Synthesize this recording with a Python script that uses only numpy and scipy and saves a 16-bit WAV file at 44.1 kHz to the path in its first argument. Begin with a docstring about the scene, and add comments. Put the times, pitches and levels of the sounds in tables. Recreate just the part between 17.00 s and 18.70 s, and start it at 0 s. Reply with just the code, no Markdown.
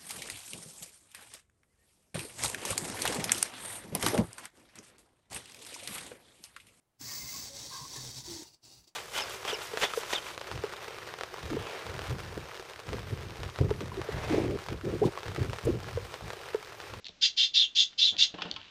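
"""A chinchilla gives six harsh barks on a shelf in its cage, close by in a quiet room.
Each bark is a fluttering rasp of air that narrows into a hoarse squeal; the cage walls throw it back.
Claws tick on the boards before the barks; afterwards the animal bumps a loose board and scrambles off.
A small, dull microphone softens the top end."""
import sys
import numpy as np
from scipy import signal
from scipy.fft import rfft, irfft
from scipy.io import wavfile

SR = 44100
rng = np.random.default_rng(int(sys.argv[2]) if len(sys.argv) > 2 else 0)


def to_wav(sig):
    """Store sig (one row per channel, or 1-D mono) as 16-bit WAV at the path in sys.argv[1].

    Samples outside -1..1 are clipped; the rate is SR.
    """
    pcm = np.clip(np.atleast_2d(sig), -1, 1) * 32767
    pcm = np.round(pcm).astype(np.int16)
    wavfile.write(sys.argv[1], SR, pcm.T)  # frames by channels


N = 74970

# The dull body of the wooden shelf. 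Each row: frequency in Hz, noise density in dB.
THUD = [(40, -23), (110, -21), (190, 0.5), (450, -5.5), (750, -2.5), (1100, -14), (1700, -12.5),
        (4000, -46), (9000, -34.5)]
# The bright, hard surface of the wood. Each row: frequency in Hz, noise density in dB.
CLACK = [(40, -47), (200, -36), (900, -7.5), (1500, -3.5), (2100, -6), (2900, 3), (4200, -5), (5500, -16.5),
         (9000, -38.5)]


def barks(lift_hz=350, squeal_width_hz=510, jitter_depth=0.026, release_s=0.035):
    """Forced air rasps; a hoarse squeal swells and falls mid-bark under a thin hiss; all of it flutters."""
    # Each row is a bark: start, length and attack in seconds; rasp level, its change over the bark, edge
    # level and squeal level in dB; top pitch and final fall in Hz; hiss and undertone levels in dB.
    calls = [(0.208, 0.069, 0.012, -27, 3, -26.5, -20.5, 3450, 99.6, -33.5, -37.5),
             (0.36, 0.11, 0.017, -23.5, -6.5, -33, -21.5, 3640, 150.5, -41.5, -38.5),
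             (0.532, 0.13, 0.016, -22.5, -25.5, -29.5, -20, 3600, 599, -44, -42.5),
             (0.747, 0.096, 0.01, -25, -2, -35.5, -20.5, 3490, 250, -34, -43),
             (0.974, 0.14, 0.015, -24.5, -18, -30, -19.5, 3656, 250, -42.5, -44),
             (1.174, 0.084, 0.014, -22, -5, -30.5, -21.5, 3640, 199, -35, -36)]
    # The colour of the rasping breath. Each row: frequency in Hz, noise density in dB.
    air_spectrum = [(200, -38.5), (520, -31.5), (1100, -44), (1700, -37.5), (2250, -19.5), (3000, -2.5),
                    (3400, 1), (4100, -0.5), (5000, -3), (5700, -11.5), (7000, -19.5), (9000, -32.5)]
    # The throaty undertone. Each row: frequency in Hz, noise density in dB.
    throat_spectrum = [(200, -32), (1050, -35), (1500, -10), (1950, -2.5), (2400, -1), (2800, 5),
                       (3500, -13.5), (9000, -49)]
    air, throat = noise(air_spectrum), noise(throat_spectrum)
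    flutter = unit(amp(wobble(hz=175)))  # 1 dB rms
    jitter = wobble(hz=93)
    out, t = np.zeros(N), np.arange(SR // 4) / SR
    for (start, length, attack_s, rasp_db, fade_db, edge_db, squeal_db,
         top_hz, fall_hz, hiss_db, throat_db) in calls:
        here = round(start * SR) + np.arange(len(t))
        progress = np.minimum(t / length, 1)
        attack = 1 - np.exp(-(t / attack_s) ** 2)
        release = amp(-20 * np.maximum(t - length + release_s / 2, 0) / release_s)
        edge = amp(edge_db) * whistle(hz=4710, width=880, size=len(t))  # resonance of the open mouth
        breath = amp(rasp_db) * air[here] + amp(throat_db) * throat[here]
        rasp = amp(fade_db * progress ** 2) * (breath + edge)
        arch_hz = top_hz - np.where(progress < .5, lift_hz, fall_hz) * (2 * progress - 1) ** 2
        hz = arch_hz * (1 + jitter_depth * jitter[here])
        squeal = whistle(hz, squeal_width_hz, len(t))
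        squeal += amp(-12.5) * whistle(1.115 * hz, squeal_width_hz, len(t))  # weaker resonance above
        swell = np.exp(-.5 * ((t / length - 0.53) / 0.29) ** 2)  # peaks just past the middle
        hiss = amp(hiss_db) * np.sqrt(progress) * whistle(hz=6370, width=1520, size=len(t))
        add(out, start, attack * release * (rasp + amp(squeal_db) * swell * squeal + hiss))
    return out * flutter


def cage(voice):
    """The cage rings at narrow resonances and its walls throw back quick echoes."""
    # The ring of the cage. Each row: frequency in Hz, gain in dB.
    resonances = [(2745, -3), (3117, -0.5), (3279, -7.5), (3471, -9), (3580, -12.5), (3704, -10), (4146, 3),
                  (4603, -12.5), (4728, -8.5), (5800, 7)]
    ringing = voice + sum(amp(db) * resonate(voice, hz, width=39.7) for hz, db in resonances)
    return ringing + amp(-1.5) * reflections(ringing, t60=0.063, first_s=.0015)


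def claws(ring_t60=0.0027):
    """Claws tick on hard board: a bright scratch and a brief two-mode ring."""
    # Each row is a tick: start in seconds, level in dB, scratch T60 in seconds, pitch in Hz.
    ticks = [(0.0446, -26.5, 0.0049, 3700), (.053, -34.5, 0.031, 3400), (0.059, -39, 0.019, 3700),
             (0.0662, -24.5, 0.014, 3560), (0.071, -30, 0.008, 3100), (0.084, -27, 0.0075, 3900),
             (0.0906, -31.5, 0.012, 3570), (1.1667, -21.5, 0.0079, 3310), (1.5132, -16.5, 0.0088, 3740),
             (1.54, -31, 0.012, 3830)]
    # The colour of the scratch. Each row: frequency in Hz, noise density in dB.
    scratch_spectrum = [(200, -9), (1500, -19.5), (3100, 0.5), (4300, 6.5), (5200, -12.5), (7000, -19),
                        (9000, -24)]
    out, scratch = np.zeros(N), amp(-1) * noise(scratch_spectrum)
    for start, db, t60, hz in ticks:
        ping = amp(6.5) * ring(start, [(hz, 0, ring_t60), (1.4 * hz, -8, ring_t60)])
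        out += amp(db) * (scratch * blow(start, t60, rise_s=0.0017) + ping)
    return out


def knocks():
    """Feet and a loose board hit the shelf: a dull thud, a woody clack, and both boards ring on."""
    # Each row is a knock: start in seconds, thud and clack levels in dB, their T60 in seconds,
    # ring levels of the shelf and of the loose board in dB.
    hits = [(0.09, -50, -74.5, 0.024, -57, -56), (1.341, -37.5, -43.5, 0.1, -42.5, -66),
            (1.385, -36, -40.5, 0.057, -63, -31.5), (1.4194, -46.5, -22, 0.038, -48, -54),
            (1.453, -35.5, -41.5, 0.068, -42.5, -39), (1.562, -47, -30, 0.039, -58.5, -36)]
    # The low ring of the shelf. Each row: frequency in Hz, level in dB, T60 in seconds.
    shelf_modes = [(180.6, 0.5, 0.16), (297, -16.5, 0.62), (451, 7.5, 0.054), (604, -6, 0.3)]
    # The higher ring of the loose board. Each row: frequency in Hz, level in dB, T60 in seconds.
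    board_modes = [(903, -13.5, 0.22), (1066, -4.5, 0.072), (1303, -12, 0.11), (2940, -16.5, 0.36)]
    out, thud, clack = np.zeros(N), noise(THUD), noise(CLACK)
    for start, thud_db, clack_db, t60, shelf_db, board_db in hits:
        out += blow(start, t60) * (amp(thud_db) * thud + amp(clack_db) * clack)
        out += amp(shelf_db) * ring(start, shelf_modes) + amp(board_db) * ring(start, board_modes)
    return out


def footfalls():
    """Padded feet push on the shelf with soft, deep thumps."""
    # Each row is a step: start in seconds, level in dB, T60 in seconds.
    steps = [(0.091, -51, 0.065), (1.118, -47.5, 0.12), (1.18, -50.5, 0.29), (1.516, -53, 0.65)]
    # The colour of the thump. Each row: frequency in Hz, noise density in dB.
    thump_spectrum = [(30, -12.5), (95, 2.5), (170, -11), (270, -5), (450, -18), (1500, -24), (9000, -81.5)]
    envelope = sum(amp(db) * blow(start, t60, rise_s=0.0037) for start, db, t60 in steps)
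    return envelope * noise(thump_spectrum)


def scuffs(grain_db=3):
    """Fur and paws brush the shelf in grainy swells as the animal shifts and runs."""
    # Each row is a brush: centre and half length in seconds, low rub and high rustle levels in dB.
    brushes = [(0.932, 0.0082, -88, -51.5), (1.062, 0.058, -64, -69), (1.149, 0.019, -49.5, -73),
               (1.21, 0.11, -63.5, -53.5), (1.44, 0.068, -48.5, -49), (1.5, 0.058, -54, -71),
               (1.604, 0.013, -63, -60), (1.69, 0.21, -80, -54)]
    t, rub = np.arange(N) / SR, noise(THUD)
    rustle = noise(CLACK) * unit(amp(grain_db * wobble(hz=302)))
    return sum(np.exp(-((t - centre) / half) ** 2) * (amp(rub_db) * rub + amp(rustle_db) * rustle)
               for centre, half, rub_db, rustle_db in brushes)


def room_tone():
    """The faint, steady hiss of a quiet room."""
    # The colour of the hiss. Each row: frequency in Hz, noise density in dB.
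    hiss_spectrum = [(25, 1.5), (60, 3), (350, -1.5), (1000, -8), (3700, -4), (5500, -9.5), (8000, -17),
                     (9000, -29)]
    return amp(-61.5) * noise(hiss_spectrum)


def reflections(x, t60, first_s, echoes_per_s=3000):
    """Sparse echoes of random sign that die away."""
    t = np.arange(SR // 2) / SR
    taps = rng.choice([-1., 1.], len(t)) * (rng.random(len(t)) < echoes_per_s / SR)
    tail = taps * (t > first_s) * np.exp(-np.log(1000) * t / t60)
    return signal.fftconvolve(x, tail / np.linalg.norm(tail))[:N]


def ring(start, modes, rise_s=0.00072):
    """Dying modes of a struck object."""
    out, t = np.zeros(N), np.arange(SR // 2) / SR
    tone = sum(amp(db - 60 * t / t60) * np.sin(2 * np.pi * hz * t) for hz, db, t60 in modes)
    add(out, start, np.minimum(t / rise_s, 1) * tone)
    return out


def blow(start, t60, rise_s=0.0016):
    """Envelope of a hit: quick rise, exponential decay."""
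    t = np.maximum(np.arange(N) / SR - start, 0)
    return np.minimum(t / rise_s, 1) * np.exp(-np.log(1000) * t / t60)


def whistle(hz, width, size):
    """Turbulent air through a steep resonance, rms 1."""
    return unit(resonate(resonate(rng.standard_normal(size), hz, width), hz, width))


def resonate(x, hz, width):
    """A resonance of gain 1 that can follow a moving pitch; its width is in Hz."""
    turn = np.exp(2j * np.pi * np.cumsum(hz * np.ones(len(x))) / SR)
    pole = np.exp(-np.pi * width / SR)
    return 2 * (turn * signal.lfilter([1 - pole], [1, -pole], x / turn + 1e-18)).real


def wobble(hz):
    """Random drift of rms 1, up to about the given rate."""
    rolloff = np.exp(-(np.fft.rfftfreq(N, 1 / SR) / hz) ** 2)
    return unit(irfft(rfft(rng.standard_normal(N)) * rolloff, N))


def noise(points):
    """Noise of rms 1 with the given spectral shape."""
    return unit(colour(rng.standard_normal(N), points))


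def colour(x, points):
    """Filters by an EQ curve drawn on a log-frequency axis."""
    f, db = np.transpose(points)
    hz = np.fft.rfftfreq(len(x), 1 / SR)
    return irfft(rfft(x) * amp(np.interp(np.log(hz + 1), np.log(f), db)), len(x))


def add(mix, s, sound):
    """Mixes a sound in at s seconds."""
    part = mix[round(s * SR):][:len(sound)]
    part += sound[:len(part)]


def amp(db):
    """Decibels to gain."""
    return 10 ** (np.asarray(db) / 20)


def unit(x):
    """Scales to rms 1."""
    return x / np.sqrt(np.mean(x ** 2) + 1e-20)


def scene():
    """The barks ring in the cage; barks and footwork share the room and its faint hiss."""
    near = amp(-4.5) * cage(barks()) + claws() + knocks() + footfalls() + scuffs()
    room = amp(-13.5) * reflections(near, t60=0.2, first_s=.008)
    return (near + room + room_tone())[None]


def record(dry, cutoff_hz=9044):
    """A dull little microphone, then a steep low-pass."""
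    # The microphone's response. Each row: frequency in Hz, gain in dB.
    mic_response = [(20, -3.5), (7000, -0.5), (7800, -6.5), (8600, -15), (9400, -27.5)]
    low_pass = signal.firwin(301, cutoff_hz, window=("kaiser", 9), fs=SR)
    return signal.oaconvolve(colour(dry[0], mic_response), low_pass, "same")[None]


dry = scene()
out = record(dry)
to_wav(out)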